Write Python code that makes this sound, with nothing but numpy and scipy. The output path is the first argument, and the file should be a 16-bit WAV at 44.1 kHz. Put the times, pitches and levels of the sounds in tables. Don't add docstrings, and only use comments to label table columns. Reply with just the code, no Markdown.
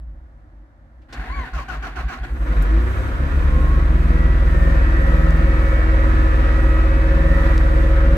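import sys
import numpy as np
from scipy import signal
from scipy.fft import rfft, irfft, next_fast_len
from scipy.io import wavfile
from scipy.ndimage import uniform_filter1d, map_coordinates

SR = 44100
rng = np.random.default_rng(int(sys.argv[2]) if len(sys.argv) > 2 else 0)


def output_pcm(signal):
    pcm = np.clip(np.atleast_2d(signal).T, -1, 1) * 32767
    wavfile.write(sys.argv[1], SR, np.round(pcm).astype(np.int16))


def volts_from_db(level):
    exponent = np.asarray(level, float) / 20
    return 10 ** exponent


N = 360297
TIME = np.arange(N) / SR

# [t/s, relative level/dB]
SWAY = [(0, -37), (.2, -39), (.75, -49), (1.1, -45), (1.5, -44), (2.28, -44), (2.44, -28.5), (2.65, -21),
        (3.5, -39.5), (8.17, -39)]
# [t/s, relative peak level/dB, half length/s]
LURCHES = [(1.207, -26.5, 0.037), (1.314, -29, .03), (1.392, -19, .03), (1.565, -26.5, .03),
           (1.72, -29.5, 0.03), (1.783, -33, 0.031), (1.848, -30, 0.057), (1.988, -26.5, 0.023),
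           (2.058, -24, .025), (2.23, -27, 0.034), (2.337, -25, 0.023), (2.391, -19.5, 0.031),
           (2.52, -17, .02), (2.575, -15.5, 0.022)]
# [f/Hz, density/dB]
SWAY_COLOUR = [(18, -50), (30, -24), (43, -1), (59, 0), (70, -16.5), (80, -26), (100, -42), (180, -120)]
# [f/Hz, density/dB]
STILL_AIR_COLOUR = [(53, -33), (80, 6), (100, -3), (154, -8), (190, -30), (222, -7), (274, -12.5),
                    (305, -6.5), (420, -32), (532, -14), (1060, -22), (1730, -22.5), (2430, -37.5),
                    (15000, -62)]
# [t/s, relative level/dB, centre f/Hz, ring to -60 dB/s, sharp edge 0-1]
TICKS = [(1.016, -55, 2200, 0.16, 0), (1.087, -59, 2000, .08, 0), (1.1, -52, 2500, 0.12, 0.1),
         (1.126, -32.5, 3340, 0.11, 0.3), (2.62, -40, 10900, 0.065, 0.3), (5.108, -46, 4500, .004, 1),
         (5.308, -35, 4500, .004, 0.93), (7.152, -42, 4500, .004, 1), (7.5797, -24.5, 3570, 0.0054, 0.87)]

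# [t/s, tooth mesh f/Hz, whine level/dB, grind level/dB]
SPIN_UP = [(1.083, 300, -76, -64), (1.09, 295, -75, -49.5), (1.122, 402, -66, -46),
           (1.13, 500.4, -45, -36.5), (1.2, 760, -49, -35.5), (1.3, 1000, -38.5, -35),
           (1.35, 1143, -39.5, -39), (1.39, 1081, -36.5, -33), (1.43, 1002, -36, -34.5),
           (1.48, 768, -52, -35.5)]
# [t/s, length/s, mesh f at the start/Hz, sag/Hz, whine level/dB]
STROKES = [(1.537, .093, 742.6, 226, -37), (1.687, .083, 768, 170.2, -36),
           (1.827, 0.075, 778.6, 137.5, -36), (1.961, 0.069, 773, 149, -35),
           (2.086, .079, 781.5, 161, -35.5), (2.237, 0.024, 855, 25, -35.5)]
# [share of its length, share of the sag, whine level/dB, grind level/dB]
STROKE_SHAPE = [(0, 0, 0, -1), (.68, .75, -7, 4), (1, 1, -14.5, -2.5)]
# [multiple of mesh, relative level/dB]
TEETH = [(.25, -9), (.5, -12), (1, 0), (1.5, -9), (1.75, -9), (2, -1), (3, -14), (4, -14), (6, -19),
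         (8, -25)]
# [f/Hz, width/Hz, gain/dB]
HOUSING = [(745, 45, -3), (1090, 90, 1), (1470, 120, 0), (1700, 120, -5), (2250, 150, -9), (4480, 150, -8),
           (6300, 100, -10)]
# [f/Hz, density/dB]
GRIND_COLOUR = [(85, -30), (122, 5.5), (156, -3), (188, -25), (236, 1.5), (576, -13.5), (739, -0.5),
                (910, -8), (1070, -4.5), (1240, -9.5), (1500, 0.5), (3360, -19), (4410, -21.5),
                (5100, -31.5), (15000, -42.5)]
RASP_COLOUR = [(1470, -37), (2500, -2), (2760, -0.5), (3560, -18), (4320, -12), (4840, -14), (6290, -15),
               (9570, -29.5), (15000, -29)]
RINGING_COLOUR = [(660, -120), (700, -30), (735, -3), (745, 0), (757, -3), (795, -30), (850, -120)]

# [t/s, level/dB]
ROTOR = [(2.7, -62), (3.35, -48), (3.55, -40), (3.95, -68), (4.27, -36.5), (4.7, -35), (5.2, -33.5),
         (5.7, -32.5), (6.5, -35.5), (7.3, -28.5), (7.65, -32), (8.17, -28.5)]
# [t/s, depth/dB]
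DROPOUTS = [(4.35, 22), (4.5, 20), (4.9, 33), (5.35, 18), (5.58, 12), (5.85, 25), (6.14, 24), (6.81, 7),
            (7.57, 15)]
# [t/s, f/Hz, relative level/dB]
WHISTLE = [(3.3, 1030, -60), (3.4, 1047, -47), (3.7, 1085, -40), (3.9, 1137, -43), (3.98, 1150, -62)]

# [t/s, relative clatter level/dB]
CLATTER_LEVEL = [(2.25, -56), (2.48, -39), (2.63, -36.5), (2.74, -37.5), (4.23, -37), (4.74, -35),
                 (6.04, -34.5), (7.21, -35.5), (7.48, -32), (7.74, -34.5), (8.17, -35.5)]
# [f/Hz, density/dB]
CLATTER_COLOUR = [(240, -49), (400, -12), (433, -14), (540, -3.5), (607, -11.5), (852, -11.5), (1280, -8),
                  (1530, -8.5), (1890, -10.5), (2070, -16), (2900, -24), (3660, -27.5), (9000, -50.5),
                  (11700, -81), (19800, -120)]
DRONE_COLOUR = [(50, -44), (85, -1), (119, -3), (156, -6.5), (188, -24), (224, -3.5), (269, -6.5),
                (340, -3.5), (443, -23), (520, -16.5), (680, -44), (1140, -120)]
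HISS_COLOUR = [(2940, -22), (5000, -19), (6310, 3.5), (7240, -4), (8080, 2.5), (9910, -7), (11900, -2),
               (15000, -8.5), (15600, -12.5)]
# [f/Hz, width/Hz, depth 0-1]
DIPS = [(847, 25, 0.73), (2860, 43, 0.3), (4150, 31, 0.5), (5000, 66, 0)]

# [t/s, firings per s]
SPEED = [(2.2, 12.0), (2.66, 24.1), (2.82, 29.7), (3.0, 32.85), (3.15, 35.0), (3.3, 35.67), (3.5, 37.24),
         (3.7, 37.89), (3.9, 39.17), (4.1, 40.22), (4.3, 40.5), (4.6, 40.46), (5.2, 40.19), (5.8, 40.1),
         (6.4, 39.98), (7.0, 40.05), (7.3, 40.5), (7.6, 40.01), (7.9, 40.1), (8.17, 40.66)]
# [multiple of the firing rate, relative level/dB, waver/dB]
EXHAUST = [(1, 0, 0.4), (2, -11.5, 1), (3, -22, 2)]
# [f/Hz, rms level/dB]
CAB_ANSWER = [(12, -72), (24, -50), (30, -48), (33, -43), (35.3, -24), (37.5, -17), (40, -17), (48, 0),
              (53, 0), (60, -4), (66, -14.5), (72, -10.5), (80, -14.5), (90, -5.5), (100, -7), (108, -22),
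              (120, -18)]
# [multiple of the firing rate, level relative to it/dB]
MINOR = [(4 / 3, -19.5), (7 / 3, -36), (4, -16.5), (6, -28), (9, -27), (15, -34.5), (16, -32), (17, -37.5)]
# [t/s, pistons level/dB, gear teeth level/dB]
PRESSURE = [(2.2, -58, -80), (2.7, -38, -68), (3.2, -48, -67), (3.55, -35, -60), (3.9, -42.5, -60),
            (4.15, -36, -39.5), (4.6, -42.5, -45.5), (5.2, -33.5, -39.5), (6.2, -31.5, -38),
            (7.0, -32, -38.5), (8.17, -32, -45)]
# [multiple of the firing rate, relative level/dB]
PISTONS = [(6, -9), (8, 0.5), (12, -11)]
# [multiple of the firing rate, relative level/dB]
GEAR = [(32, 0.5), (48, -1)]
# [t/s, level/dB]
THIRD_GEAR = [(4.3, -63), (4.6, -35), (6.15, -47), (6.4, -56), (7.1, -63), (7.3, -38), (7.6, -52),
              (8.17, -68)]
# [multiple of the firing rate, level relative to them/dB]
PUMP_OVERTONES = [(30, -22), (40, -16), (44, -8), (52, -15), (56, -10), (60, -23.5), (64, -15), (68, -18.5),
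                  (113, -32.5), (133, -36)]
# [multiple of the firing rate, level at resonance/dB]
SWEEPING = [(14, -46.5), (16, -46.5), (18, -47)]
LOW_SWEEPING = [(12, -29), (16, -39)]
# (f/Hz, width/Hz)
PANEL = (532, 48)
LOW_PANEL = (328, 44)

# [f/Hz, likeness, held within -1 to 1]
ALIKE = [(60, 1), (130, 0.63), (300, 1.36), (640, 0.62), (1400, 0.44), (3000, 0.29), (8000, 0.04)]
# [f/Hz, lead/rad]
LEAD = [(0, 0), (690, 0.95), (1550, 3), (2000, 6), (16000, 48)]
# [f/Hz, level/dB]
BALANCE = [(60, 0.0), (120, -0.5), (240, 0.0), (480, 0.0), (950, -0.5), (1890, -2.0), (3770, 3.5),
           (7520, 2.0), (15000, -0.5)]
# [f/Hz, gain/dB]
LOW_CUT = [(15, -40), (28, -31.5), (36, 0)]
# [f/Hz, gain/dB]
DEEP = [(25, -18), (35, 1.5), (50, -6), (62, -14.5), (75, -31), (100, -63)]
# [f/Hz, gain/dB]
MIRROR = [(15, -42), (35, -1), (60, 8.5), (100, -6), (140, -8), (160, -10.5), (240, -22), (265, -19.5),
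          (340, -32.5), (500, -50)]


def unit(x):
    return x / np.sqrt(np.mean(x ** 2) + 1e-20)


def along(points, hz):
    f, v = np.transpose(points)
    return np.interp(np.log(hz + 1), np.log(f + 1), v)


def curves(rows, before=-120):
    s, *cols = np.transpose(rows)
    return [np.interp(TIME, s, c, left=before) for c in cols]


def bumps(rows):
    return sum(height * np.exp(-((TIME - s) / half) ** 2) for s, height, half in rows)


def wobble(rate):
    return map_coordinates(rng.standard_normal(int(N * rate / SR) + 4), [TIME * rate])


def filtered(x, response):
    m = next_fast_len(N + 8192)
    return irfft(rfft(x, m) * response(np.fft.rfftfreq(m, 1 / SR)), m)[..., :N]


def rush(colour, gate=1):
    noise = gate * rng.standard_normal((2, N))
    return unit(filtered(noise, lambda hz: volts_from_db(along(colour, hz))))


def tone(phase, db, waver_db):
    drift = np.array([0 * TIME, 2.06 * wobble(3)])
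    return np.sqrt(2) * volts_from_db(db + waver_db * wobble(5)) * np.cos(phase + drift)


def cab():
    rocking = volts_from_db(curves(SWAY)[0] + 3.3 * wobble(14))
    rocking = rocking + bumps([(s, volts_from_db(db), half) for s, db, half in LURCHES])
    sway = rush(SWAY_COLOUR)
    sway /= np.sqrt(uniform_filter1d(sway ** 2, 1800)) + 0.23
    still_air = volts_from_db(-52.0 + 0.72 * wobble(4)) * rush(STILL_AIR_COLOUR)
    return rocking * volts_from_db(0.5) * unit(sway) + still_air


def ticks():
    out, t = np.zeros((2, N + SR)), np.arange(SR // 6) / SR
    for s, db, hz, ring, edge in TICKS:
        envelope = volts_from_db(-60 * t / max(ring, .002)) * (1 - np.exp(-t / 0.0021))
        noise = rng.standard_normal((3, len(t))) * envelope
        clack = .5 * (noise[0] + noise[1:])
        clack[:, 0] = -5 * edge
        band = signal.butter(2, [hz / 2.2, min(hz * 1.6, 20000)], "band", fs=SR)
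        start = round(s * SR)
        out[:, start:start + len(t)] += volts_from_db(db + 6) * signal.lfilter(*band, clack)
    return out[:, :N]


def starter_controls():
    bite_s, release_s = .01, 2.35
    free_whine_db, free_grind_db = -26, -5.5
    louder_db_per_hz = 0.0491
    rows = list(SPIN_UP)
    for s, length, hz, sag, db in STROKES:
        rows.append((s - bite_s, hz, db + free_whine_db, db + free_grind_db))
        for share, sag_share, whine, grind in STROKE_SHAPE:
            sagged = sag_share * sag
            whine_db = db + whine + louder_db_per_hz * sagged
            rows.append((s + share * length, hz - sagged, whine_db, db + grind))
    last_hz = rows[-1][1]
    rows += [(release_s, last_hz, -90, -46.5), (release_s + 0.11, last_hz, -120, -70),
             (release_s + .2, last_hz, -120, -120)]
    return curves(rows)


def starter():
    mesh_hz, whine_db, grind_db = starter_controls()
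    load = np.clip((1000 - mesh_hz) / 250, 0, 1)
    roughness = .021 + .017 * load
    mesh = 2 * np.pi * np.cumsum(mesh_hz * (1 + roughness * wobble(300))) / SR

    whine = 0
    for k, db in TEETH:
        brightness_db = -6 * load * (k == 1) - 7 * (1 - load) * (k > 4)
        rough_db = (3.5 + load) * wobble(150)
        whine = whine + tone(k * mesh, whine_db + db + brightness_db + rough_db, waver_db=.8)

    def housing(f):
        return 0.54 + sum(volts_from_db(db) / (1 + (2 * (f - c) / w) ** 2) for c, w, db in HOUSING)

    whine = volts_from_db(-.5) * filtered(whine, housing)
    grind = volts_from_db(grind_db - 1.06) * rush(GRIND_COLOUR, volts_from_db(1.1 * wobble(200)))
    rasp = load * volts_from_db(whine_db - 10) * rush(RASP_COLOUR, volts_from_db(1.9 * wobble(400)))
    ringing = load * volts_from_db(grind_db - 12.5) * rush(RINGING_COLOUR, volts_from_db(3 * wobble(30.2)))
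    return whine + grind + rasp + ringing


def firing_phase():
    crank_start = 4.05
    return 2 * np.pi * np.cumsum(curves(SPEED, before=0)[0]) / SR + crank_start


def rotor(phase):
    turns_per_firing, slots = .3785, 36
    turn = turns_per_firing * phase + 2.6
    swell = 1 + 0.5 * np.cos(turn) + 0.22 * np.cos(2 * turn + wobble(5.1))
    bend_and_slip = -.5 * np.sin(turn) + .6 * wobble(3) + .22 * wobble(25)
    dropout_db = bumps([(s, db, 0.041) for s, db in DROPOUTS])
    song = swell * tone(slots * turn + bend_and_slip, curves(ROTOR)[0] - dropout_db, waver_db=0.3)
    hz, db = curves(WHISTLE)
    whistle_phase = 2 * np.pi * np.cumsum(hz + 16 * wobble(40)) / SR
    return song + tone(whistle_phase, db + 2, waver_db=1.5)


def engine_noise(phase):
    clatter_db, = curves(CLATTER_LEVEL)
    over_idle_db = clatter_db + 35
    drone_db = -32 + 0.37 * over_idle_db + 1.33 * wobble(3.5)
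    hiss_db = -57 + 0.42 * over_idle_db
    cylinder_db = 0.19 * np.cos(phase / 6 + 1) + 0.5 * np.cos(phase / 3)
    puff_db = 0.58 + 3 * np.clip((2.7 - TIME) / 0.58, 0, 1)
    knock = volts_from_db(cylinder_db + puff_db * np.cos(phase) + 0.47 * wobble(9))
    clatter = volts_from_db(clatter_db + 4) * rush(CLATTER_COLOUR, knock)
    drone = volts_from_db(drone_db) * rush(DRONE_COLOUR, volts_from_db(1.6 * np.cos(phase) + 1.05 * wobble(6)))
    hiss = volts_from_db(hiss_db + 1.34 * wobble(6)) * rush(HISS_COLOUR)
    ripple_db = 2.2 * rng.standard_normal(500)

    def walls(hz):
        dips = np.prod([1 - depth / (1 + (2 * (hz - c) / w) ** 2) for c, w, depth in DIPS], axis=0)
        return volts_from_db(np.interp(hz / 35, np.arange(500), ripple_db)) * dips

    return filtered(clatter + hiss, walls) + drone


def through(orders, phase, panel):
    centre, width = panel
    sweeping = sum(tone(k * phase, db, waver_db=2) for k, db in orders) * (TIME > 2.4)
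    return filtered(sweeping, lambda hz: 1 / (1 + (2 * (hz - centre) / width) ** 2))


def engine_tones(phase):
    phase = phase + .012 * wobble(12)
    speed, = curves(SPEED, before=0)
    pistons_db, teeth_db = curves(PRESSURE)
    firing = speed > 0
    boom = sum(tone(k * phase, db + along(CAB_ANSWER, k * speed), waver) for k, db, waver in EXHAUST)
    minor = sum(tone(k * phase, along(CAB_ANSWER, speed) + db, waver_db=2) for k, db in MINOR)
    pistons = sum(tone(k * phase, pistons_db + db, waver_db=0.056 * k) for k, db in PISTONS)
    gear = sum(tone(k * phase, teeth_db + db, waver_db=2) for k, db in GEAR)
    third_gear = tone(45 * phase, curves(THIRD_GEAR)[0], waver_db=2.5)
    overtones = sum(tone(k * phase, teeth_db + db, waver_db=4.0) for k, db in PUMP_OVERTONES)
    panels = through(SWEEPING, phase, PANEL) + through(LOW_SWEEPING, phase, LOW_PANEL)
    return (boom + minor) * firing + pistons + gear + third_gear + overtones + panels


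def microphones(paths, aside=1):
    def share(hz):
        turn = np.arccos(np.clip(along(ALIKE, hz), -1, 1)) / 2
        return volts_from_db(along(LOW_CUT, hz)) * np.array([np.cos(turn), np.sin(turn)])

    def near(hz):
        return volts_from_db(along(BALANCE, hz) / 2) * np.exp(.5j * aside * np.interp(hz, *np.transpose(LEAD)))

    mid, side = filtered(paths, share)
    ports = np.array([mid + side, mid - side])
    return filtered(ports, lambda hz: np.array([near(hz), 1 / near(hz)]))


def scene():
    phase = firing_phase()
    engine_and_cab = engine_tones(phase) + rotor(phase) + engine_noise(phase) + cab()
    return microphones(engine_and_cab) + microphones(starter(), aside=0.22) + ticks()


def low_pass(x):
    return signal.sosfilt(signal.butter(12, 15710, fs=SR, output="sos"), x)


def record(dry):
    deep = filtered(dry, lambda hz: volts_from_db(along(DEEP, hz)))
    block = 2 * np.pi * 100 * TIME + 2.135
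    chop = np.cos(block) + np.cos(2 * block) + np.cos(3 * block)
    mirrored = filtered(deep * chop, lambda hz: volts_from_db(along(MIRROR, hz)))
    return low_pass(dry + mirrored)


dry = scene()
out = record(dry)
output_pcm(out)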